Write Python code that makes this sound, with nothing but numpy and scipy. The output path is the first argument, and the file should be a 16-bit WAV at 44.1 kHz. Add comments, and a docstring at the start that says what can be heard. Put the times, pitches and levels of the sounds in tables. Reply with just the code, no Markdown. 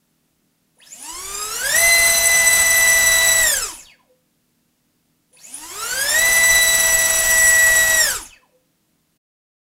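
"""A faint hum fills a room; then a small motor judders, whines up to speed and winds down, twice.
It is a brushless motor turning a three-blade propeller on a bench thrust stand. At low speed its
magnetic whine sweeps through the notes at which the stand rings. At high speed the blades take over:
they whine at three times the shaft speed and chop eddies (swirls of air) into rough overtones,
over a rush of air."""
import sys
import numpy as np
from scipy import signal
from scipy.io import wavfile
from scipy.ndimage import uniform_filter1d

SR = 44100
rng = np.random.default_rng(int(sys.argv[2]) if len(sys.argv) > 2 else 0)


def output_pcm(signal):
    """Save a mono or channel-first signal as 16-bit PCM at the path in sys.argv[1].

    Samples are clipped to [-1, 1] before scaling.
    """
    pcm = np.clip(np.atleast_2d(signal).T, -1, 1) * 32767
    wavfile.write(sys.argv[1], SR, np.round(pcm).astype(np.int16))


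N = 425565
TIME = np.arange(N) / SR
FULL_SPEED = 665  # shaft speeds are in turns per second
BLADES, WHINE_PER_TURN = 3, 36

# The room's hum. Each row: pitch in Hz, relative level in dB.
HUM_TONES = [(161.5, -75), (204.6, -81), (242.2, -76), (285.3, -80), (323.0, -82)]
# The tone colour of four noises. Each row: frequency in Hz, relative level in dB.
HISS_COLOUR = [(20, -4.5), (100, -2), (170, 1.5), (300, -3), (420, -6.5), (700, -10), (950, -12.5),
               (1400, -13), (16000, -15.5)]
BUFFET_COLOUR = [(20, 7), (42, 1), (70, -4), (120, -14), (200, -31), (400, -40.5), (1000, -65)]
RASP_COLOUR = [(150, -12), (500, -4), (1100, -11), (1800, -26.5), (2700, -3), (4100, -6.5), (5500, -1.5),
               (7100, 4.5), (9000, -6.5), (10300, 3), (11500, -4.5), (12600, -4), (14500, -12),
               (16000, -18.5)]
RUSH_COLOUR = [(100, -3.5), (200, -5), (450, -9), (700, 3.5), (1000, -0.5), (1700, 1.5), (3000, -1.5),
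               (4400, -3.5), (7200, 2.5), (8700, -7), (11000, 0.5), (12500, -8.5), (14500, -3.5),
               (16000, -15)]
# Echoes that keep circling the room. Each entry: delay in seconds.
ROOM_DELAYS_S = [.0113, .0149, .0181, .0227, .0263, .0311, .0359, .0419]
# Single echoes off bench and walls. Each entry: delay in seconds.
ECHO_DELAYS_S = [.0031, .0074, .0127, .0193, .0281, .0397]
# Pitches the room boosts or weakens. Each row: pitch in Hz, reach to either side in Hz, gain in dB.
STANDING_WAVES = [(664, 3, -4), (674, 6, 3), (1100, 110, -4), (1945, 5, 4), (1955.5, 3, -7.5),
                  (1966, 6, -3), (1980, 5, 2.5), (2005, 4, 2.5), (2014, 4, -11), (3897, 14, -8),
                  (3945, 10, 8), (4042, 24, 8), (5800, 45, -5)]
# One gust as the draught sweeps a card off the bench: start in seconds, length in seconds, level in dB.
GUST = (1.12, 0.22, -46)
# The throttle knob is turned up by hand, one list a run. 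Each point: time in seconds, turns per second.
SPIN_UPS = [
    [(0.779, 14.0), (0.854, 126.3), (0.958, 225.9), (1.062, 304.6), (1.207, 374.3), (1.485, 431.6),
     (1.604, 494.8), (1.788, 667.8), (1.856, 678.2)],
    [(5.346, 14.0), (5.404, 137.4), (5.473, 221.4), (5.535, 268.4), (5.691, 346.5), (5.822, 449.6),
     (5.991, 536.9), (6.203, 653.5), (6.262, 662.0)],
]
# The two runs, with times in seconds. Each row: drive on, turns per second it sags toward, settling time,
# throttle starts closing, bend of that fall as an exponent, coasting starts, drive off.
RUNS = [(.76, 645.8, 1.33, 3.401, 1.35, 3.86, 4.135), (5.31, 633.3, 2.06, 7.952, 1.78, 8.292, 8.57)]
# How loudness follows speed. Each row: turns per second, then rush, rasp and magnetic whine in dB.
LEVELS_BY_SPEED = [(0, -110, -105, -100), (12.8, -105, -94, -70), (60.5, -64, -85, -55.5),
                   (135, -56, -51.5, -51), (195, -70, -46.5, -48.5), (281.5, -48, -40.5, -50.5),
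                   (403.7, -36.5, -43.5, -46), (505, -30.5, -34.5, -63.5), (666, -24, -35, -62.5)]
# The controller kicks the rotor into motion. Each row: start in seconds, relative level in dB.
START_KICKS = [(.754, -64), (.785, -53.5), (5.295, -70), (5.329, -46.5)]
# The magnets' pull. Each row: multiple of the shaft speed, relative level in dB.
MAGNET_TONES = [(12, -5), (14, -14.5), (24, -20.5), (36, 7), (42, -44)]
# The stand's buzz: centre and reach in turns per second, level in dB, change per overtone in dB.
STAND_BUZZ = (66, 7, -52, -10)
# Resonances, the notes at which things ring. Each row: pitch in Hz, width in Hz, gain in dB.
STAND_RESONANCES = [(560, 240, -4.5), (1008, 50, 4), (1756, 130, 2), (2190, 36, 6.5), (2450, 370, 2.5),
                    (3420, 970, 1.5), (5200, 400, -3), (7100, 510, 7.5), (8040, 900, -5.5),
                    (9750, 420, 8.5), (10900, 300, 0)]  # broad, in the stand
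METAL_RESONANCES = [(510, 7, 12), (2620, 22, 9), (4520, 14, 8), (9770, 30, 23)]  # longer ringing, in the blades and the motor's bell
HOLLOW_RESONANCES = [(978, 9, 4.5)]  # a hollow of the stand in the air stream
# The tone colour of the chopped air. Each row: frequency in Hz, relative level in dB.
CHOP_COLOUR = [(1000, -10), (2000, -14), (3000, -10.5), (4000, -18), (5200, -4.5), (6400, -8), (7600, 0.5),
               (8900, -9.5), (10000, -5.5), (12000, -11), (14000, -15), (16000, -23)]
# Large eddies drawn through the propeller. Each row: start in seconds, length in seconds, boost in dB.
LARGE_EDDIES = [(1.018, 0.27, 8), (1.248, 0.3, 5), (2.1, 0.075, 1)]
# Extra tones from unequal blades. Each row: multiple of the shaft speed, base level in dB at full speed.
IMBALANCE_TONES = [(1, -31), (2, -57), (4, -36.5), (5, -47), (7, -47), (9, -32)]
# The main whine. Each row: multiple of the rate at which blades pass, base level in dB at full speed,
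# growth in dB per decade (a tenfold rise in speed).
BLADE_TONES = [(1, -17, 91.5), (2, -30.5, 101)]


def from_db(db):
    """Turns decibels into a plain multiplier."""
    return 10 ** (np.asarray(db) / 20)


def unit_level(x):
    """Scales a signal to an average (root mean square) level of 1."""
    return x / np.sqrt(np.mean(np.abs(x) ** 2) + 1e-20)


def look_up(rows, at):
    """Finds a value in a table's first column and reads off the others, blending between rows."""
    first, *columns = np.transpose(rows)
    return [np.interp(at, first, column) for column in columns]


def colour_at(colour, hz):
    """The level of a tone colour at a frequency, in dB."""
    known_hz, level_db = np.transpose(colour)
    return np.interp(np.log(np.maximum(hz, 1)), np.log(known_hz), level_db)


def drift(rate_hz, passes=2):
    """A random wander of typical size 1, made by smoothing noise."""
    memory = np.exp(-2 * np.pi * rate_hz * 20 / SR)
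    slow = rng.standard_normal(N // 20 + 4002)  # one value every 20 samples
    for _ in range(passes):
        slow = signal.lfilter([1 - memory], [1, -memory], slow)
    slow = slow[4000:]  # skip the part where the smoothing settles
    return np.interp(np.arange(N) / 20, np.arange(len(slow)), unit_level(slow))


def noise(colour):
    """Noise of level 1, given its tone colour band by band."""
    edges = np.r_[np.geomspace(18, 2000, 14)[:-1], np.geomspace(2000, 17000, 16)]
    white, out = rng.standard_normal((2, N)), 0
    for k, (low, high) in enumerate(zip(edges, edges[1:])):
        band = signal.sosfilt(signal.butter(2, [low, high], "band", fs=SR, output="sos"), white[k % 2])
        out += from_db(colour_at(colour, np.sqrt(low * high))) * band
    return unit_level(out)


def resonate(force, resonances):
    """A shaken object rings at several of its own notes at once."""
    out = 0
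    for k, (hz, width_hz, db) in enumerate(resonances):
        decay = np.exp(-np.pi * width_hz / SR)
        poles = [1, -2 * decay * np.cos(2 * np.pi * hz / SR), decay ** 2]
        ring = signal.lfilter([1, 0, -1], poles, force + 1e-18)
        out += (-1) ** k * from_db(db) * (1 - decay ** 2) / 2 * ring
    return out


def swell(start_s, length_s):
    """A quick rise from 0 to 1 and a slower fall back."""
    return np.sin(np.pi * np.sqrt(np.clip((TIME - start_s) / length_s, 0, 1)))


def decades(speed):
    """Speed in tenfold steps: 0 at full speed, -1 at a tenth of it."""
    return np.log10(speed / FULL_SPEED + 1e-6)


def background(hum_boost_db=0.5, hiss_db=-67, waver=.25):
    """A wavering low hum over faint hiss."""
    hum = sum(from_db(db) * np.sin(2 * np.pi * hz * TIME + drift(2)) * (1 + waver * drift(5.7))
              for hz, db in HUM_TONES)
    return np.sqrt(2) * from_db(hum_boost_db) * hum + from_db(hiss_db) * noise(HISS_COLOUR)


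def room_echoes(x, fade_s=0.5, wall_hz=8000):
    """Sound bounces round a small room, quieter and duller on every round."""
    out, dull = np.zeros(N), np.exp(-2 * np.pi * wall_hz / SR)
    for k, delay_s in enumerate(ROOM_DELAYS_S):
        lag, loop, state = round(delay_s * SR), x.copy(), [0.]
        gain = from_db(-60 * delay_s / fade_s)
        for i in range(lag, N, lag):
            bounce, state = signal.lfilter([gain * (1 - dull)], [1, -dull], loop[i - lag:i], zi=state)
            loop[i:i + lag] += bounce[:N - i]
        out += (loop - x) * (-1) ** k
    return out


def standing_wave_db(hz, build_up_s=.04):
    """The room's standing waves make a tone swell or fade as its pitch moves through them."""
    gain_db = sum(db * np.exp(-((hz - centre) / reach) ** 2) for centre, reach, db in STANDING_WAVES)
    return uniform_filter1d(gain_db, int(build_up_s * SR))


def warble(x, speed, echo_db):
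    """While the pitch slides, echoes arrive at an older pitch and beat against the direct sound."""
    speed_change = np.abs(np.gradient(speed)) * SR
    sliding = uniform_filter1d(np.clip(speed_change / 250 - .15, 0, 1), SR // 20)
    gain = from_db(echo_db) * sliding * np.clip(speed / 60, 0, 1) ** 2
    echoes = sum(np.pad(x, (round(delay_s * SR), 0))[:N] for delay_s in ECHO_DELAYS_S)
    return (x + gain * echoes) / np.sqrt(1 + len(ECHO_DELAYS_S) * gain ** 2)


def draught(speed, full_speed_db=-39.5, db_per_decade=54.5, travel_s=.11, lumpy_db=3.0):
    """The propeller's wind reaches the microphone a little late and buffets it."""
    earlier_speed = np.interp(TIME - travel_s, TIME, speed)
    wind = from_db(full_speed_db + db_per_decade * decades(earlier_speed))
    start_s, length_s, gust_db = GUST
    gust = from_db(gust_db) * swell(start_s, length_s)
    return noise(BUFFET_COLOUR) * (wind + gust) * from_db(lumpy_db * drift(10))


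def shaft_speed(crawl_speed=14.1, coast_speed=100, coast_decay_s=.112):
    """Each run: a crawl, the spin-up, a slow sag under load, the throttle closing, then coasting."""
    speed = np.zeros(N)
    for spin_up, (on_s, settled, settle_s, close_s, bend, coast_s, off_s) in zip(SPIN_UPS, RUNS):
        top_s, top_speed = spin_up[-1]
        sag = (top_speed - settled) * (1 - np.exp(-np.maximum(TIME - top_s, 0) / settle_s))
        driven = look_up(spin_up, TIME)[0] - sag
        closed = np.clip((TIME - close_s) / (coast_s - close_s), 0, 1) ** bend
        throttled = driven + closed * (coast_speed - driven)
        coasting = np.exp(-np.maximum(TIME - coast_s, 0) / coast_decay_s)
        drive_on = (TIME > on_s) & (TIME < off_s)
        speed += np.maximum(throttled * coasting, crawl_speed) * drive_on  # the controller holds a crawl
    return uniform_filter1d(speed, SR // 40).clip(0)


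def braking(speed, full_loss_per_s=1700):
    """How hard the propeller is slowing, from 0 to 1."""
    return np.clip(-np.gradient(speed) * SR / full_loss_per_s, 0, 1)


def start_kicks(fade_s=0.05):
    """Each starting kick is a short judder of the rotor, the motor's spinning part."""
    judder = sum(from_db(db) * (TIME > start_s) * np.exp(-np.abs(TIME - start_s) / fade_s)
                 for start_s, db in START_KICKS)
    return judder * rng.standard_normal(N)


def stand_buzz(speed, angle):
    """Near one speed the magnetic whine makes the stand buzz, which adds overtones to the whine."""
    centre, reach, buzz_db, step_db = STAND_BUZZ
    overtones = sum(from_db(k * step_db) * np.sin((k + 2) * WHINE_PER_TURN * angle) for k in range(4))
    return from_db(buzz_db) * np.exp(-((speed - centre) / reach) ** 2) * overtones


def motor(speed, angle, rasp_db, whine_db, roughness=0.69, throb=0.19, grit_db=-9.0, knock_db=-8.0):
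    """Magnets passing the coils shake the stand; bearings rasp once a turn and keep the metal ringing."""
    pull = sum(from_db(db) * np.sin(k * angle) * audible(k * speed) for k, db in MAGNET_TONES)
    pull *= from_db(whine_db) * (1 + roughness * drift(150))
    grit = from_db(whine_db + grit_db) * np.clip(speed / 120, 0, 1) * rng.standard_normal(N)
    kicks, buzz = start_kicks(), stand_buzz(speed, angle)
    whine = resonate(pull + from_db(knock_db) * kicks, STAND_RESONANCES) + buzz
    ringing = resonate(pull + grit + kicks + buzz, METAL_RESONANCES)
    rasp = noise(RASP_COLOUR) * from_db(rasp_db) * (1 + throb * np.cos(angle))
    return whine + ringing + rasp


def audible(hz):
    """Fades a tone out as it climbs beyond hearing."""
    return np.clip((18000 - hz) / 2000, 0, 1)


def rushing_air(angle, rush_db, throb=0.26, flicker_db=0.96):
    """Churning air leaves the blades, pulsing as each one passes; it rings faintly in the stand."""
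    air = noise(RUSH_COLOUR)
    level = from_db(rush_db + flicker_db * drift(28))
    pulse = 1 + throb * np.cos(BLADES * angle)
    return (air + resonate(air, HOLLOW_RESONANCES)) * level * pulse


def chopped_eddies(speed, angle, base_db=-19.5, db_per_decade=69.5, wake_db=6.5, burst_db=2.0):
    """Blades slice passing eddies; small eddies pass fast, so higher overtones waver faster."""
    out, pace = 0, np.maximum(speed / FULL_SPEED, 1e-2)
    flow_time = np.cumsum(np.sqrt(pace)) / SR  # eddies arrive more slowly at part speed
    for k in range(1, 11):
        hz, waver_hz = k * BLADES * speed, 2.7 * k ** 1.25
        eddy = drift(waver_hz, passes=1) + 1j * drift(waver_hz, passes=1)  # random strength and timing
        wave = np.real(np.interp(flow_time, TIME, eddy) * np.exp(1j * k * BLADES * angle))
        colour_db = colour_at(CHOP_COLOUR, hz) - 1.07 * k * (1 - pace)  # slower blades cut more softly
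        out += from_db(colour_db + standing_wave_db(hz)) * audible(hz) * wave
    chop_db = base_db + db_per_decade * decades(speed)
    chop_db += wake_db * braking(speed)  # a slowing propeller cuts its own wake
    chop_db += sum(db * swell(start_s, length_s) for start_s, length_s, db in LARGE_EDDIES)
    inflow = np.clip((speed - 225) / 80, 0, 1)  # a slow propeller draws in no eddies
    return out * inflow * from_db(chop_db + burst_db * drift(29))


def blade_whine(speed, angle, flutter=0.048, imbalance_db_per_decade=62, unload_db=-1):
    """The blades' steady push on the air makes a tone and its octave; unequal blades add more tones."""
    out, speed_decades = 0, decades(speed)
    braking_db = unload_db * braking(speed)  # a slowing propeller sheds its load
    for multiple, db, db_per_decade in BLADE_TONES:
        per_turn = multiple * BLADES
        level_db = db + db_per_decade * speed_decades + braking_db + standing_wave_db(per_turn * speed)
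        out += from_db(level_db) * np.sin(per_turn * angle)
    for per_turn, db in IMBALANCE_TONES:
        level_db = db + imbalance_db_per_decade * speed_decades + standing_wave_db(per_turn * speed)
        out += from_db(level_db) * np.sin(per_turn * angle) * (1 + 2 * flutter * drift(25))
    return np.sqrt(2) * out * (1 + flutter * drift(30))


def scene():
    """One turning shaft drives blades, air and motor in a humming room; both channels are the same."""
    speed = shaft_speed()
    unsettled = np.clip((FULL_SPEED - 40 - speed) / 200, 0, 1)  # below full throttle the speed wanders
    wobble = .0004 * drift(12) + .006 * unsettled * drift(60)
    angle = 2 * np.pi * np.cumsum(speed * (1 + wobble)) / SR
    rush_db, rasp_db, whine_db = look_up(LEVELS_BY_SPEED, speed)
    blades = warble(blade_whine(speed, angle), speed, echo_db=-7.0)
    air = warble(chopped_eddies(speed, angle), speed, echo_db=-20) + rushing_air(angle, rush_db)
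    metal = warble(motor(speed, angle, rasp_db, whine_db), speed, echo_db=-12.5)
    echoes = room_echoes(from_db(-20) * air + from_db(-19) * metal + from_db(-34) * blades)
    mono = blades + air + metal + echoes + draught(speed) + background()
    return np.array([mono, mono])


def record(dry):
    """Rounds off the highest peaks, stops the sound shortly before the end and cuts the top treble."""
    ceiling, end_s, cutoff_hz = .9, 9.18, 15720
    rounded = dry / (1 + (dry / ceiling) ** 6) ** (1 / 6)
    running = np.clip((end_s - TIME) * 100, 0, 1)
    treble_cut = signal.ellip(12, .1, 90, cutoff_hz, fs=SR, output="sos")
    return signal.sosfilt(treble_cut, rounded * running)


dry = scene()
out = record(dry)
output_pcm(out)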